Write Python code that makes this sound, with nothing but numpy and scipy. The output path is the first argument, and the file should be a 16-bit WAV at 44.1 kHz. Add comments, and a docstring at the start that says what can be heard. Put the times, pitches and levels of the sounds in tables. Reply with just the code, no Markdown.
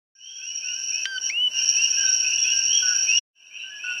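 """A shrill band of insects and a chorus of tree frogs fade in, out among the foliage at night.
The frogs have a low flat note and a rising whistle; the insects chirp quickly, each on its own pitch.
One frog calls right at the microphone, its vocal sac snapping, and the chorus dips under its two notes.
Neighbours answer through the leaves a few metres off, and many more blur together in the distance.
The sound cuts off, then fades in again at a spot with fewer insects."""
import sys
import numpy as np
from scipy import signal
from scipy.fft import rfft, irfft
from scipy.io import wavfile

SR = 44100
rng = np.random.default_rng(int(sys.argv[2]) if len(sys.argv) > 2 else 0)


def to_wav(s):
    """Save 16-bit WAV."""
    ch = np.atleast_2d(s).T  # columns
    pcm = np.round(np.clip(ch, -1, 1) * 32767)  # PCM
    wavfile.write(sys.argv[1], SR, pcm.astype(np.int16))


N = 176400

# the frog at the microphone, course of its low note: t/s, f/Hz, level/dB
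CLOSE_LOW_CURVE = [(1.055, 1532, -27), (1.078, 1589, -31.5), (1.145, 1544, -30), (1.168, 1521, -24.5),
                   (1.189, 1510, -40)]
# harmonics of that note, fundamental first: level/dB
CLOSE_LOW_HARMONICS = [1.5, -6, -7.5, -19, -42, -32, -41.5]
# course of its whistle: t/s, f/Hz, level/dB
CLOSE_WHISTLE_CURVE = [(1.297, 2068, -35.5), (1.302, 2251, -25), (1.316, 2446, -31), (1.334, 2647, -28),
                       (1.376, 2867, -20.5), (1.418, 2976, -20.5), (1.44, 3006, -18.5), (1.462, 2982, -20),
                       (1.48, 2957, -18), (1.491, 2920, -50.5)]
# snaps of its vocal sac as notes open and close: t/s, f/Hz, rise/s, decay/s, level/dB
SAC_SNAPS = [(1.0545, 3058, 0.0014, 0.0039, -10.5), (1.176, 3030, 0.0067, 0.0031, -14.5),
             (1.297, 2140, 0.0029, .005, -19.5)]
# the click within each snap: f/Hz, relative level/dB
CLICK_SPECTRUM = [(700, -35.5), (1500, -6), (3000, 0.5), (6500, -13.5), (13000, -45.5)]
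# neighbours' whistles: t/s, length/s, first f/Hz, top f/Hz, level/dB, directness/dB
NEAR_WHISTLES = [(0.187, 0.17, 2793, 3247, -22, -15), (0.409, 0.14, 2533, 2963, -24, 3.5),
                 (0.62, 0.15, 2437, 2914, -24.5, 4.5), (0.914, .12, 2392, 2664, -28, 3),
                 (1.5, 0.1, 2698, 2918, -23.5, 0.5), (1.762, 0.13, 2560, 2868, -24, 8.5),
                 (1.962, 0.11, 2737, 3168, -30.5, 2), (2.235, .14, 2438, 2896, -28, -2.5),
                 (2.311, 0.13, 2493, 2826, -31.5, 6), (2.437, .13, 2457, 2954, -25, 2.5),
                 (2.658, 0.13, 2749, 3283, -25, -1.5), (3.068, 0.13, 2381, 2910, -21.5, 3.5),
                 (3.501, 0.15, 2312, 2713, -29, -8), (3.53, 0.11, 2628, 3062, -29.5, -2),
                 (3.588, 0.11, 2675, 2927, -27.5, 2), (3.789, 0.14, 2427, 2785, -27.5, 3),
                 (3.871, 0.081, 2482, 2830, -24.5, 9), (3.961, 0.081, 2546, 2907, -29, 7)]
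# neighbours' low notes: t/s, length/s, f/Hz, level/dB
NEAR_LOW_NOTES = [(0.141, 0.07, 1594, -35.5), (0.386, 0.073, 1538, -41.5), (.635, 0.13, 1484, -43),
                  (0.755, 0.079, 1569, -43), (1.218, 0.1, 1585, -48.5), (1.527, 0.11, 1558, -46.5),
                  (1.971, 0.12, 1617, -38.5), (2.03, 0.1, 1541, -34), (2.22, 0.087, 1515, -45),
                  (2.521, 0.13, 1598, -43.5), (2.821, .13, 1492, -32), (2.861, 0.17, 1636, -41.5),
                  (3.633, 0.091, 1550, -37.5), (3.702, 0.11, 1687, -34.5), (3.837, 0.11, 1478, -28)]
# thin high peeps in the leaves: t/s, length/s, f/Hz, level/dB
NEAR_PEEPS = [(2.065, 0.031, 3820, -38), (2.377, 0.15, 3380, -42.5), (3.175, 0.024, 3360, -29.5),
              (3.465, 0.02, 3810, -44), (3.588, 0.043, 3910, -43.5)]
# single insects: f/Hz, relative level/dB
INSECT_TONES = [(5303, -18.5), (5401, -14.5), (5472, -2.5), (5560, -9), (5608, 3.5), (5675, 0.5), (5722, 3),
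                (5825, -15.5)]
# the distant swarm: f/Hz, relative level/dB
SWARM_SPECTRUM = [(3500, -61), (4400, -32), (5200, -24), (5430, -18), (5650, -1), (5900, -9.5),
                  (6100, -25.5), (7000, -40.5), (9900, -55.5), (10700, -46), (11400, -46), (12200, -63.5),
                  (14600, -54), (15500, -70)]
# rasp around the chorus tones: offset from the tone/Hz, relative level/dB
RASP_SPECTRUM = [(400, 0.5), (1100, -6.5), (2000, -14), (4000, -27), (8000, -61.5)]
# background hiss: f/Hz, relative level/dB
HISS_SPECTRUM = [(25, -29.5), (50, -17), (95, -5), (350, -4.5), (700, -0.5), (1900, -6), (8000, -12.5),
                 (12000, -16.5), (15700, -26)]
# dip in the chorus under the close frog: t/s, level/dB
CHORUS_DIP = [(1.053, 0), (1.062, -15), (1.09, -26), (1.15, -17), (1.208, -15), (1.217, -3.5), (1.295, 1),
              (1.315, -18), (1.38, -28.5), (1.46, -30.5), (1.5, -20.5), (1.54, -8), (1.6, 0)]
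# two fade-ins with a cut between them: t/s, level/dB
FADES = [(.147, -100), (.153, -36), (.26, -21), (.5, -13), (.8, -7), (1.05, -5), (1.6, 0), (3.188, -0.5),
         (3.21, -100), (3.31, -100), (3.352, -44.5), (3.358, -31.5), (3.41, -21.5), (3.58, -11.5),
         (3.76, -10), (4, -2.5)]

CLOSE_WHISTLE_HARMONICS_DB, CLOSE_EDGE_S, BRIGHT_DECAY_S = [0.5, -34, -45.5, -63.5], 0.002, 0.028
WHISTLE_HARMONICS_DB, LOW_HARMONICS_DB = [0, -48, -42.5], [1, -19, -26.5]
WHISTLE_RISE_S, WHISTLE_SCOOP, WHISTLE_FLUTTER_DB = 0.14, 0.059, 2.5
WHISTLE_SNAP_S, WHISTLE_SNAP_DB = 0.0034, -17.5
LOW_CREST_S, LOW_SAG_PER_S2 = 0.0266, 3.98
FAR_CALLS_PER_S, FAR_TOP_HZ, FAR_LOW_HZ, FAR_SPREAD = 110, 2953, 1585, 0.055
CHIRPS_PER_S, INSECT_WAVER, CHIRP_GLIDE = 15, 0.003, 0.00816
SECOND_SPOT_S, SECOND_SPOT_DB = 3.28, -15.5
CLICK_DB, FAR_WHISTLES_DB, FAR_LOW_DB = -11.5, -33, -50
INSECTS_DB, SWARM_DB, RASP_DB, HISS_DB = -23, -27, -24.5, -53.5
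FOLIAGE_T60_S, BAND_LIMIT_HZ = 0.44, 15750


def close_frog():
    """Right at the microphone: two nearly dry notes, the vocal sac snapping at their edges."""
    out = np.zeros(N)
    add(out, *close_note(CLOSE_LOW_CURVE, CLOSE_LOW_HARMONICS))
    add(out, *close_note(CLOSE_WHISTLE_CURVE, CLOSE_WHISTLE_HARMONICS_DB, bright_db=28.5))
    t = np.arange(SR // 20) / SR
    for start, hz, rise, decay, db in SAC_SNAPS:
        ring = np.minimum(t / rise, np.exp(-(t - rise) / decay)) * np.sin(2 * np.pi * hz * t)
        sharpness = CLOSE_EDGE_S / rise  # a faster snap clicks harder
        click = amp(CLICK_DB) * sharpness * noise(CLICK_SPECTRUM)[:len(t)] * np.exp(-t / decay)
        add(out, start, amp(db) * (ring + click))
    return foliage(out, wet_db=-15)[:N]


def close_note(curve, harmonics_db, bright_db=0):
    """Start time and sound of one close note; its overtones open bright_db up and settle."""
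    times, hz, levels_db = np.transpose(curve)
    t = np.arange(times[0], times[-1], 1 / SR)
    lift_db = bright_db * np.exp(-(t - t[0]) / BRIGHT_DECAY_S)
    envelope = amp(np.interp(t, times, levels_db)) * gate(t - t[0], CLOSE_EDGE_S, CLOSE_EDGE_S)
    return t[0], envelope * voice(np.interp(t, times, hz), harmonics_db, lift_db)


def neighbours():
    """Frogs a few metres from the microphone, heard through the leaves."""
    out = np.zeros(N)
    for start, length, first_hz, top_hz, db, direct_db in NEAR_WHISTLES:
        call = whistle(length, first_hz, top_hz, direct_db)
        add(out, start, amp(db) * foliage(call, wet_db=1.5 - direct_db))
    for start, length, hz, db in NEAR_LOW_NOTES:
        add(out, start, amp(db) * foliage(low_note(length, hz, LOW_HARMONICS_DB), wet_db=-10.5))
    for start, length, hz, db in NEAR_PEEPS:
        add(out, start, amp(db) * foliage(low_note(length, hz, [0]), wet_db=-2.5))
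    return out


def whistle(length, first_hz, top_hz, direct_db=0):
    """Scoops up and levels off; in clear line to the microphone it is brighter and snaps harder."""
    t = np.arange(0, length, 1 / SR)
    snap = np.exp(-t / WHISTLE_SNAP_S)
    arc_hz = top_hz - (top_hz - first_hz) * abs(1 - t / WHISTLE_RISE_S) ** 2.2
    hz = arc_hz * (1 - WHISTLE_SCOOP * snap)
    flutter = np.interp(t, np.linspace(0, 0.25, 32), rng.standard_normal(32))
    strength = amp(WHISTLE_FLUTTER_DB * flutter) + amp(WHISTLE_SNAP_DB + direct_db) * snap
    envelope = gate(t, attack_s=0.017, release_s=0.053) * strength
    return envelope * voice(hz, WHISTLE_HARMONICS_DB, direct_db)


def low_note(length, hz, harmonics_db):
    """A nearly flat note whose pitch sags toward its end."""
    t = np.arange(0, length, 1 / SR)
    sag = LOW_SAG_PER_S2 * (t - LOW_CREST_S) ** 2
    return gate(t, attack_s=0.0081, release_s=0.035) * voice(hz * (1 - sag), harmonics_db)


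def far_frogs():
    """Many frogs of different sizes calling at random, blurred by distance."""
    whistles, lows = np.zeros((2, N + SR))  # a second's lead, so the chorus is already going
    for k, (jitter, *size) in enumerate(rng.uniform(-1, 1, (5 * FAR_CALLS_PER_S, 3))):
        start = (k + 2 * jitter) / FAR_CALLS_PER_S
        pitch_ratio = 1 + FAR_SPREAD * sum(size)
        top_hz = FAR_TOP_HZ * pitch_ratio
        add(whistles, start, whistle(length=0.13, first_hz=0.86 * top_hz, top_hz=top_hz))
        add(lows, start, low_note(length=0.1, hz=FAR_LOW_HZ * pitch_ratio, harmonics_db=[0]))
    return sum(amp(db) * unit_rms(foliage(calls, wet_db=15.5)[SR:SR + N])
               for calls, db in [(whistles, FAR_WHISTLES_DB), (lows, FAR_LOW_DB)])


def insects():
    """Each nearer insect chirps on its own pitch; the far ones merge into one shrill band."""
    t, out = np.arange(N) / SR, np.zeros(N)
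    for hz, db in INSECT_TONES:
        drift = noise([(3, 0), (20, -6), (80, -60), (300, -150)])  # unsteadies timing and pitch
        rate = CHIRPS_PER_S * (1 + 0.15 * rng.uniform(-1, 1))
        cycle = (rate * t + rng.random() + 0.1483 * drift) % 1
        pitch = hz * (1 + INSECT_WAVER * drift + CHIRP_GLIDE * (0.5 - cycle))
        chirps = np.sin(np.pi * cycle) ** 4 * voice(pitch, harmonics_db=[0, -40])
        out += amp(db) * foliage(chirps, wet_db=-4)[:N]
    spot_gain = np.where(t > SECOND_SPOT_S, amp(SECOND_SPOT_DB), 1)
    return spot_gain * (amp(INSECTS_DB) * unit_rms(out) + amp(SWARM_DB) * noise(SWARM_SPECTRUM))


def foliage(call, wet_db):
    """Leaves and trunks scatter each call differently on its way to the microphone; energy is kept."""
    t = np.arange(24000) / SR
    tail = rng.standard_normal(len(t)) * amp(-60 * t / FOLIAGE_T60_S)
    out = signal.fftconvolve(call, tail)
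    out *= amp(wet_db) * np.linalg.norm(call) / np.linalg.norm(out)
    add(out, 0, call)
    return out * np.linalg.norm(call) / np.linalg.norm(out)


def rasp(chorus):
    """A faint roughness that spreads to either side of the loud tones."""
    low_cut = signal.butter(2, 500, "high", fs=SR, output="sos")
    return amp(RASP_DB) * signal.sosfilt(low_cut, chorus * noise(RASP_SPECTRUM))


def background_hiss():
    """A soft, steady low hiss behind everything."""
    return amp(HISS_DB) * noise(HISS_SPECTRUM)


def voice(hz, harmonics_db, lift_db=0):
    """A tone that follows a pitch curve, its overtones raised by lift_db."""
    phase = 2 * np.pi * np.cumsum(hz) / SR
    return np.sqrt(2) * sum(amp(db + lift_db * (k > 1)) * np.sin(k * phase)
                            for k, db in enumerate(harmonics_db, 1))


def gate(t, attack_s, release_s):
    """Smooth attack, hold and release."""
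    ramp = np.minimum(t / attack_s, (t[-1] - t) / release_s)
    return np.sin(np.pi / 2 * np.clip(ramp, 0, 1))


def noise(spectrum):
    """Noise of rms 1, shaped by points of f/Hz, level/dB."""
    hz, db = np.transpose(spectrum)
    shape_db = np.interp(np.log(np.fft.rfftfreq(N, 1 / SR) + 1), np.log(hz), db)
    return unit_rms(irfft(rfft(rng.standard_normal(N)) * amp(shape_db), N))


def gain_curve(points):
    """Gain over the whole scene from points of t/s, level/dB."""
    return amp(np.interp(np.arange(N) / SR, *np.transpose(points)))


def add(mix, start, sound):
    """Mixes a sound in at start seconds."""
    part = mix[max(round(start * SR), 0):][:len(sound)]
    part += sound[:len(part)]


def amp(db):
    """Decibels to gain."""
    return 10 ** (np.asarray(db) / 20)


def unit_rms(x):
    """Scales to rms 1."""
    return x / np.sqrt(np.mean(x ** 2) + 1e-20)


def scene():
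    """One microphone in the foliage: the chorus dips under the close frog, over a steady hiss."""
    chorus = neighbours() + far_frogs() + insects()
    dipped_chorus = (chorus + rasp(chorus)) * gain_curve(CHORUS_DIP)
    return (dipped_chorus + close_frog() + background_hiss())[None]


def record(dry):
    """Fades in, cuts off and fades in again, with the highest treble removed."""
    low_pass = signal.firwin(511, BAND_LIMIT_HZ, window=("kaiser", 9), fs=SR)
    return signal.oaconvolve(dry * gain_curve(FADES), low_pass[None], "same")


dry = scene()
out = record(dry)
to_wav(out)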